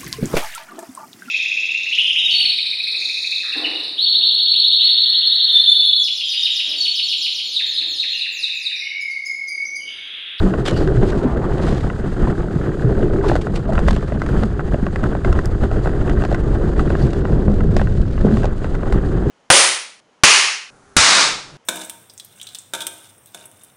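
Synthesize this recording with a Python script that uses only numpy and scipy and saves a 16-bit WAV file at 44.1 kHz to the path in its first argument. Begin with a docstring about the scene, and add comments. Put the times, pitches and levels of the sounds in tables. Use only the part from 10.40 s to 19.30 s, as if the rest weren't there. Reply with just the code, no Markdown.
"""A heavy jolt booms at once under a drumming, rattling ride: a coaster sled on a steel tube track, from the seat.
Random wheel contacts drum through resonances of frame and plastic shell; loose fittings chatter and knock
as filtered contacts and struck modes. Guide wheels scuff, hiss and squeak as filtered noise, the tube rings,
a wheel taps on every turn, and shaped noise makes the airstream that buffets the microphone."""
import sys
import numpy as np
from scipy import signal
from scipy.fft import rfft, irfft
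from scipy.io import wavfile
from scipy.ndimage import uniform_filter1d

SR = 44100
rng = np.random.default_rng(int(sys.argv[2]) if len(sys.argv) > 2 else 0)


def store_wav(level_fs):
    """Save 16-bit WAV to argv[1]."""
    pcm = np.round(np.clip(np.atleast_2d(level_fs), -1, 1) * 32767)
    wavfile.write(sys.argv[1], SR, pcm.T.astype(np.int16))


N = 392490

# ringing modes of the loose fittings: pitch_hz [Hz], relative level_db [dB], t60_s [s]
FITTING_MODES = [(571, 7.5, 0.015), (725, 4.5, 0.015), (1048, -7, 0.04), (1296, 3, 0.014), (1523, 5, 0.012),
                 (1686, -4.5, 0.0087), (1903, -6.5, 0.022), (2670, -2, 0.0071)]
# colour of friction and cracks on steel: frequency_hz [Hz], relative density_db [dB per Hz]
STEEL_COLOUR = [(500, 12), (4500, 0.5), (5700, -5), (7500, -6.5), (10000, -16), (11500, -27.5),
                (15000, -40.5)]


def from_db(db):
    """Decibels to gain."""
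    return 10 ** (np.asarray(db) / 20)


def rms_one(x):
    """Scale to an rms of one."""
    return x / np.sqrt(np.mean(x ** 2) + 1e-20)


def peak_one(x):
    """Scale to a peak of one."""
    return x / (np.abs(x).max() + 1e-20)


def in_time(rows):
    """Draw each column of a breakpoint curve at every sample."""
    s, *columns = np.transpose(rows)
    return [np.interp(np.arange(N) / SR, s, column) for column in columns]


def add(out, s, sound):
    """Mix a sound in, starting at second s."""
    at = int(np.clip(s * SR, 0, N - 1))
    out[at:at + len(sound)] += sound[:N - at]


def drift(rate_hz):
    """Random movement with an rms of one, weaker above rate_hz."""
    hz = np.arange(N // 2 + 1) * SR / N
    spectrum = rfft(rng.standard_normal(N)) / (1 + (hz / rate_hz) ** 2)
    return rms_one(irfft(spectrum, N))


def colour(x, spectrum, size=16384):
    """Causal (minimum-phase) filter that follows a spectrum; white noise keeps its level."""
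    hz, db = np.transpose(spectrum)
    grid = np.maximum(np.arange(size // 2 + 1) * SR / size, 1)
    cepstrum = irfft(np.log(from_db(np.interp(np.log(grid), np.log(hz), db))))
    # folding the cepstrum forward in time gives the minimum phase
    folded = 2 * cepstrum[:size // 2] * (np.arange(size // 2) > 0)
    response = irfft(np.exp(rfft(folded, size)))
    return signal.fftconvolve(x, response / np.linalg.norm(response))[:N]


def resonate(x, hz, width_hz):
    """One resonance with a gain of one on top."""
    r = np.exp(-np.pi * width_hz / SR)
    zeros = np.array([1, 0, -1]) * (1 - r * r) / 2
    poles = [1, -2 * r * np.cos(2 * np.pi * hz / SR), r * r]
    return signal.lfilter(zeros, poles, x)


def band(x, low_hz, high_hz):
    """Band-pass."""
    edges = [low_hz, min(high_hz, SR / 2 - 1)]
    return signal.sosfilt(signal.butter(2, edges, "band", fs=SR, output="sos"), x)


def ring(t, hz, t60):
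    """A struck mode: a sine that falls 60 dB in t60 seconds."""
    return np.sin(2 * np.pi * hz * t) * from_db(-60 * t / t60)


def contacts(per_s, spread_db):
    """Random small impacts of uneven size and either sign; rms one."""
    sizes = from_db(spread_db * np.minimum(rng.standard_normal(N), 2))
    signed = sizes * rng.choice([-1, 1], N)
    return rms_one(signed * (rng.random(N) < per_s / SR))


def steadied(x, span_s):
    """Even out slow swells and keep the quick ones."""
    power = np.abs(uniform_filter1d(x * x, int(span_s * SR) + 1))
    return x / np.sqrt(power + 1e-6)


def drummed(road, resonances, low_hz, high_hz):
    """A body shaken by the wheels answers in its resonances."""
    body = sum(from_db(db) * resonate(road, hz, width) * (-1) ** k
               for k, (hz, width, db) in enumerate(resonances))
    return steadied(band(body, low_hz, high_hz), span_s=0.23)


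def tube_ring(friction, ring_db, width_hz):
    """Friction stirs the close, narrow modes of the steel tube."""
    # modes of the tube: pitch_hz [Hz]
    tube_modes = [2950, 3202, 3458, 3573, 3738, 3956, 4133, 4851]
    return friction + from_db(ring_db) * sum(resonate(friction, hz, width_hz) for hz in tube_modes)


def tapped(touch, tap_s):
    """Each touch is a brief chatter with its own mix of the modes of the fittings."""
    taps = signal.lfilter([1], [1, -np.exp(-1 / (tap_s * SR))], touch + 1e-18)
    # a mode that dies in t60 is ln(1000) / (pi t60) wide
    rung = sum(from_db(db) * resonate(taps * rng.standard_normal(N), hz, np.log(1000) / (np.pi * t60))
               for hz, db, t60 in FITTING_MODES)
    soft = signal.sosfilt(signal.butter(6, 1950, fs=SR, output="sos"), rung)
    return band(soft, low_hz=1120, high_hz=2600)


def jolts():
    """Each rough stretch swells, holds and lets go, raising rolling noise and buffeting (dB)."""
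    # rough rail: start_s of the hold [s], length_s [s], roll_rise_db [dB],
    # buffet_rise_db [dB; below zero adds nothing]
    rough_stretches = [(0.004, 0.057, 7.5, 14), (0.323, 0.39, 2, 6), (1.198, 0.15, 4, -2.5),
                       (1.819, 0.069, 7, 9), (2.441, 0.55, 4, 6), (3.341, 0.21, 2.5, 8),
                       (3.877, 0.14, 5, 4), (4.642, 0.13, 4.0, 0), (4.864, 0.14, 4.5, 5),
                       (5.22, 0.63, 3, 1.5), (6.07, 0.7, 1.5, 3.5), (6.908, 0.47, 3, 5),
                       (7.858, 0.15, 8, 1.5), (8.465, 0.11, 3, 4)]
    attack_s, release_s = 0.034, 0.028
    t, rises = np.arange(N) / SR, np.zeros((2, N))
    for s, length, roll_db, buffet_db in rough_stretches:
        inside = np.minimum((t - s) / attack_s, (s + length - t) / release_s)
        shape = np.clip(1 + inside, 0, 1)
        rises = np.maximum(rises, np.outer([roll_db, buffet_db], shape))
    return rises


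def airstream():
    """Lumpy turbulence at the microphone: deep coloured noise."""
    # turbulence colour: frequency_hz [Hz], relative density_db [dB per Hz]
    wind_colour = [(10, -9.5), (24, 1), (38, -5), (53, -0.5), (70, -6), (95, -8), (150, -28.5),
                   (1500, -95.5)]
    return steadied(colour(rng.standard_normal(N), wind_colour), span_s=0.27)


def rail_hiss(rattle_db, shake):
    """The treads hiss on the steel, more where the ride is rough."""
    # tread noise colour: frequency_hz [Hz], relative density_db [dB per Hz]
    hiss_colour = [(1200, -19.5), (2300, -0.5), (4800, -1), (5600, -9.5), (6600, -3.5), (8200, -6.5),
                   (10200, -15), (11300, -23.5), (15000, -32.5)]
    swell_db = 0.61 * (rattle_db - np.mean(rattle_db)) + 1.1 * shake + 2.15 * drift(24)
    return from_db(-53.0 + swell_db) * colour(rng.standard_normal(N), hiss_colour)


def squeaks():
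    """A slipping tread sings for a moment on one narrow mode; the first row is instead the struck tube ringing
    on after the clang."""
    # squeaks: peak_s [s], level_db [dB], pitch_hz [Hz], width_hz [Hz]; the first row is the tube still ringing
    # after the clang
    squeak_rows = [(0.355, -42, 2900, 120), (0.378, -42, 4600, 350), (0.426, -45, 4350, 400),
                   (6.63, -43.5, 4480, 450)]
    half_length_s = 0.02
    out, t = np.zeros(N), np.arange(N) / SR
    for s, db, hz, width in squeak_rows:
        tone = rms_one(resonate(rng.standard_normal(N), hz, width))
        out += from_db(db) * np.exp(-((t - s) / half_length_s) ** 2) * tone
    return out


def scuffs():
    """Grainy friction that swells and dies as a guide wheel slides on the tube."""
    # slides: peak_s [s], relative level_db [dB], rise_s [s], fall_s [s]
    scuff_rows = [(0.26, -29, 0.0067, 0.046), (0.38, -39.5, 0.04, 0.045), (0.69, -45, 0.089, 0.11),
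                  (1.3, -39.5, 0.09, 0.098), (2.89, -39, 0.043, 0.044), (3.015, -37, 0.0037, 0.0093),
                  (3.162, -35.5, 0.0054, 0.015), (3.486, -26, 0.005, 0.0098), (3.51, -46, .008, 0.16),
                  (6.63, -50, 0.19, 0.27), (7.366, -42.5, .004, 0.051), (8.0, -50.5, 1, 0.069)]
    t, power = np.arange(N) / SR, np.zeros(N)
    for s, db, rise, fall in scuff_rows:
        away = np.maximum((s - t) / rise, (t - s) / fall)
        power += (from_db(db) * np.exp(-np.minimum(away, 20))) ** 2
    grains = contacts(per_s=8000, spread_db=2.5) * from_db(4.2 * drift(71))
    return np.sqrt(power) * steadied(colour(grains, STEEL_COLOUR), span_s=0.27)


def ticks():
    """Small steel parts touch: a very short burst of bright noise."""
    # ticks: start_s [s], peak_db [dB]
    tick_rows = [(5.057, -20.5)]
    out, t = np.zeros(N), np.arange(SR // 50) / SR
    for s, db in tick_rows:
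        burst = rng.standard_normal(len(t)) * np.exp(-t / 0.00065)
        add(out, s, from_db(db) * peak_one(band(burst, low_hz=4240, high_hz=8400)))
    return out


def clang():
    """A hard touch sets the tube ringing: two brief bright modes and a faint one that lingers."""
    # struck modes of the tube: pitch_hz [Hz], relative level_db [dB], t60_s [s]
    clang_modes = [(2960, -16, 0.45), (3240, -1, 0.064), (3580, 3, 0.045)]
    start_s, level_db = 0.2595, -21
    out, t = np.zeros(N), np.arange(SR // 2) / SR
    rung = sum(from_db(db) * ring(t, hz, t60) for hz, db, t60 in clang_modes)
    add(out, start_s, from_db(level_db) * rung * (1 - np.exp(-t / 0.003)))
    return out


def tread_taps(first, second):
    """Two uneven spots, half a turn apart, strike the rail on every turn of the wheel."""
    turns_per_s, level_db = 19.21, -39.5
    touch = np.zeros(N)
    at = np.arange(0, N, SR / turns_per_s / 2).astype(int)
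    touch[at[::2]] = first[at[::2]]
    touch[at[1::2]] = second[at[1::2]]
    strength = np.sqrt(np.mean(touch[at] ** 2))
    return from_db(level_db) * strength * rms_one(tapped(touch, tap_s=0.0031))


def clacks(shake):
    """Light taps of the fittings run on all the time, in clusters where the sled shakes."""
    touch = np.abs(contacts(per_s=150, spread_db=6)) * from_db(2 * shake)
    return steadied(tapped(touch, tap_s=0.0017), span_s=0.12)


def chatter(shake):
    """Play in the wheel carriers: clusters of fine contacts that stir now one register, now another."""
    # contact colour: frequency_hz [Hz], relative density_db [dB per Hz]
    chatter_colour = [(300, -16.5), (550, 1), (700, 2), (920, -4), (1250, -4), (1550, -7.5), (1920, -11),
                      (2250, -25), (3200, -20.5), (12000, -68.5)]
    grit = contacts(per_s=2200, spread_db=-1.5) * from_db(3.2 * shake)
    edges_hz = np.geomspace(350, 4000, num=7)
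    stirred = np.zeros(N)
    for k, (low, high) in enumerate(zip(edges_hz, edges_hz[1:])):
        stirred += band(grit, low, high) * from_db(2.3 * drift(59)) * (-1) ** k
    return steadied(colour(stirred, chatter_colour), span_s=0.36)


def roars(shake):
    """Coarse rail stirs a broad, hollow resonance of the shell whose centre keeps moving."""
    # roars: peak_s [s], level_db [dB], half_length_s [s]
    roar_rows = [(0.985, -30, 0.31), (2.85, -27, .03), (3.325, -27.5, 0.025), (7.0, -40.5, 0.3)]
    centre_hz, width_hz, wander = 630, 350, .16   # wander: share by which the centre moves
    n = np.arange(N)
    road = rng.standard_normal(N) * from_db(2 * shake)
    hollow = band(resonate(road, centre_hz, width_hz), centre_hz / 2, centre_hz * 2)
    # reading at an uneven speed moves the pitch
    moving = np.interp(n + wander * np.cumsum(drift(12)), n, hollow, period=N)
    swell = sum(from_db(db) * np.exp(-((n / SR - s) / half) ** 2) for s, db, half in roar_rows)
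    return rms_one(moving) * swell


def surges():
    """The rolling wheels catch a resonance of shell or frame: a wavering tone swells and fades."""
    # surges: peak_s [s], level_db [dB rms at the peak], pitch_hz [Hz, before wavering]
    surge_rows = [(0.493, -18, 390), (0.586, -10, 122), (0.661, -19, 394), (0.862, -15, 249.7),
                  (2.79, -18, 380), (2.862, -16, 399), (4.042, -16, 204.9), (6.642, -11, 133.7),
                  (7.124, -16, 207.3), (7.29, -18, 162), (7.94, -11.5, 210)]
    half_length_s, wander = 0.02, 0.05046   # wander: share by which the pitch wavers
    out, t = np.zeros(N), np.arange(N) / SR
    wavering_t = t + wander * np.cumsum(drift(48.0)) / SR
    for s, db, hz in surge_rows:
        near = np.abs(t - s) < .15
        swell = from_db(db) * np.exp(-((t[near] - s) / half_length_s) ** 2)
        out[near] += swell * np.sqrt(2) * np.sin(2 * np.pi * hz * wavering_t[near])
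    return out


def bumps():
    """A bump in the rail jolts the shell: a soft-edged blow on one decaying mode."""
    # blows: start_s [s], peak_db [dB], pitch_hz [Hz], t60_s [s]
    bump_rows = [(0.036, -10.5, 190, 0.42), (1.816, -12.5, 256, 0.046), (1.872, -17.5, 970, 0.017),
                 (2.16, -5.5, 147, 0.055), (2.445, -6.5, 123.6, 0.27), (2.633, -11.5, 352, 0.086),
                 (2.915, -14.5, 824, 0.026), (3.291, -15, 646, 0.067), (3.515, -10, 200, 0.14),
                 (4.333, -5.5, 148, 0.046), (4.428, -6.5, 198, 0.022), (7.081, 4.5, 176, 0.011),
                 (7.848, -4.5, 422, 0.023), (7.845, -8, 219, 0.068)]
    out, t = np.zeros(N), np.arange(SR // 4) / SR
    for s, db, hz, t60 in bump_rows:
        blow = ring(t, hz, t60) * (1 - np.exp(-t / 0.0015))
        add(out, s, from_db(db) * peak_one(blow))
    return out


def knocks():
    """Each knock strikes a slightly different fitting and bounces once; a hard edge adds a brief crack."""
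    # knocks: start_s [s], then relative levels body_db, thud_db (low modes), crack_db (hard edge) [dB]
    knock_rows = [(0.1381, -18.5, -20, -50), (0.475, -20, -23, -39), (1.5, -20.5, -27, -50),
                  (2.897, -14.5, -15, -41), (2.9157, -21, -7.5, -47), (2.9542, -16.5, -10.5, -31),
                  (2.9624, -18, -16, -33), (3.069, -20, -17, -46), (3.303, -32, -25, -44),
                  (3.323, -25, -19, -46), (3.333, -23, -28, -35.5), (3.3533, -20, -26, -46),
                  (3.3788, -14.5, -18, -45), (3.3908, -19, -13, -35), (3.483, -11, -11, -34),
                  (3.508, -19, -15, -26), (3.564, -25, -21, -39), (3.721, -30, -16.5, -55),
                  (3.8177, -13.5, -24.5, -35), (3.863, -23, -40, -37), (4.0346, -20.5, -16, -35.5),
                  (4.1943, -18, -18.5, -60), (4.343, -23, -12, -53), (4.4658, -18.5, -19, -42),
                  (4.559, -18, -21, -38), (4.6394, -14.5, -28, -39), (4.751, -23, -13, -47),
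                  (4.8471, -16, -16.5, -39), (4.927, -19, -23, -32), (4.9899, -13, -21, -37),
                  (5.236, -23, -16, -39), (5.3142, -21.5, -17, -45), (5.4585, -21.5, -15, -45),
                  (5.473, -20.5, -13.5, -41), (5.678, -21, -22, -49), (5.6958, -20.5, -18.5, -33),
                  (5.8213, -20, -22, -48), (5.838, -22, -15, -38), (5.8504, -19, -18, -34.5),
                  (5.9145, -23, -15, -40), (5.926, -36, -15, -38), (5.9455, -17.5, -25, -34.5),
                  (6.394, -14.5, -22, -38), (6.503, -21.5, -20, -40), (6.552, -17, -17, -51),
                  (6.732, -24, -25, -35), (6.8525, -20, -17.5, -51), (7.206, -21, -41, -45),
                  (7.366, -19, -12.5, -27), (7.3958, -18, -19, -42), (7.415, -21.5, -12, -38),
                  (7.472, -22.5, -32, -57), (7.778, -25, -24, -52), (7.912, -25, -21, -48),
                  (7.97, -22, -18, -36), (8.033, -24, -22, -39), (8.0434, -28, -10.5, -36),
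                  (8.055, -25, -13.5, -34), (8.244, -23, -22.5, -41), (8.351, -26, -24, -41),
                  (8.4322, -24.5, -20, -50), (8.5245, -19.5, -17.5, -30)]
    body_trim_db, thud_trim_db, crack_trim_db = 2.5, 2.5, 7.5
    detune = 0.042   # share by which the modes differ from one fitting to the next
    bodies, cracks, t = np.zeros(N), np.zeros(N), np.arange(SR // 20) / SR
    hz, mode_db, t60 = np.transpose(FITTING_MODES)[:, :, None]
    low = hz[:, 0] < 900
    for s, db, thud_db, crack_db in knock_rows:
        own_hz = hz * np.exp(detune * rng.standard_normal(hz.shape))
        gains = from_db(mode_db + rng.normal(0, 2, hz.shape)) * rng.choice([-1, 1], hz.shape)
        modes = gains * ring(t, own_hz, t60)
        modes *= 1 - np.exp(-t / 0.00085)   # the plastic gives a little
        body = from_db(db + body_trim_db) * peak_one(modes[~low].sum(0))
        body += from_db(thud_db + thud_trim_db) * peak_one(modes[low].sum(0))
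        add(bodies, s, body)
        add(bodies, s + rng.uniform(0.00441, 0.013), from_db(-18.5) * body)   # the bounce
        crack = rng.standard_normal(len(t)) * np.exp(-t / 0.0036)
        add(cracks, s, from_db(crack_db + crack_trim_db) * crack)
    return bodies + colour(cracks, STEEL_COLOUR)


def rumble(boom_db, drone_db, shake):
    """The roughness of the rails drums through the wheels into frame and shell."""
    # resonances of the plastic shell: pitch_hz [Hz], width_hz [Hz], relative level_db [dB]
    shell_resonances = [(118, 36.8, -1), (153.8, 19.4, 1.5), (196.9, 50, -3.5)]
    # resonances of the wheel frame: pitch_hz [Hz], width_hz [Hz], relative level_db [dB]
    frame_resonances = [(296.4, 22.8, 1), (343.8, 31.5, -1), (396, 45, 1), (464, 300, -13)]
    road = contacts(per_s=900, spread_db=3.5) * from_db(2.0 * shake)
    boom = drummed(road, shell_resonances, low_hz=73, high_hz=299)
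    drone = drummed(road, frame_resonances, low_hz=238, high_hz=803)
    return from_db(boom_db - 3) * boom + from_db(drone_db - 1) * drone


def scene():
    """Jolts raise wind, rumble and rattle; one quick random shake stirs these and the roars together."""
    # steady airstream at the microphone: time_s [s], relative level_db [dB]
    breeze = [(0.0, -25.5), (1.3, -20), (2.3, -25), (4.2, -20.5), (5.6, -18), (7.1, -21), (7.6, -14.5),
              (8.25, -19.5), (8.9, -18)]
    # smooth-rail levels as speed and load in the bends change:
    # time_s [s], relative boom_db of the shell, drone_db of the wheel frame, rattle_db [dB]
    ride = [(0.0, -21, -23.5, -34.5), (0.7, -18.5, -19.5, -34.5), (1.5, -21, -27.5, -35.5),
            (2.3, -20.5, -23.5, -36), (2.85, -23, -23, -40.5), (3.2, -19.5, -27.5, -37.5),
            (5.0, -23.0, -27.5, -36.5), (6.6, -19, -22.5, -35.5), (7.1, -18.5, -24.5, -43),
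            (7.6, -17.5, -28.5, -43), (8.25, -23.5, -28.5, -37.5), (8.9, -16, -20.5, -34.5)]
    # taps of a loaded wheel: time_s [s], strengths first_tap and second_tap of two tread spots [0-1]
    bend = [(1.65, 0.6, 0.3), (1.9, 0.64, 0.77), (2.82, 1, 1), (2.95, .3, 0.31)]
    (air_db,), (boom_db, drone_db, rattle_db) = in_time(breeze), in_time(ride)
    first_tap, second_tap = in_time(bend)
    (jolt_db, buffet_db), shake = jolts(), drift(28)
    rattle_db = rattle_db + jolt_db

    wind = from_db(air_db + buffet_db + 2.1 * shake) * airstream()
    hiss = tube_ring(rail_hiss(rattle_db, shake), ring_db=-9.0, width_hz=16)
    scrape = tube_ring(from_db(7.0) * scuffs(), ring_db=-7.0, width_hz=31)
    free_play = 1 - .55 * first_tap   # the load in the bend holds part of the light taps still
    rattle = from_db(rattle_db - 0.5) * chatter(shake)
    rattle += from_db(rattle_db - 7) * free_play * clacks(shake)
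    rolling = rumble(boom_db + jolt_db, drone_db + jolt_db, shake) + roars(shake)
    rolling += tread_taps(first_tap, second_tap) + rattle + hiss + scrape
    events = knocks() + bumps() + surges() + clang() + ticks() + squeaks()
    return (wind + rolling + events)[None]


def record(dry):
    """The highest peaks are rounded and the top is cut."""
    cutoff_hz = 15200
    rounded = dry / (1 + (dry / .95) ** 6) ** (1 / 6)
    return signal.sosfilt(signal.ellip(10, .1, 80, cutoff_hz, fs=SR, output="sos"), rounded)


dry = scene()
out = record(dry)
store_wav(out)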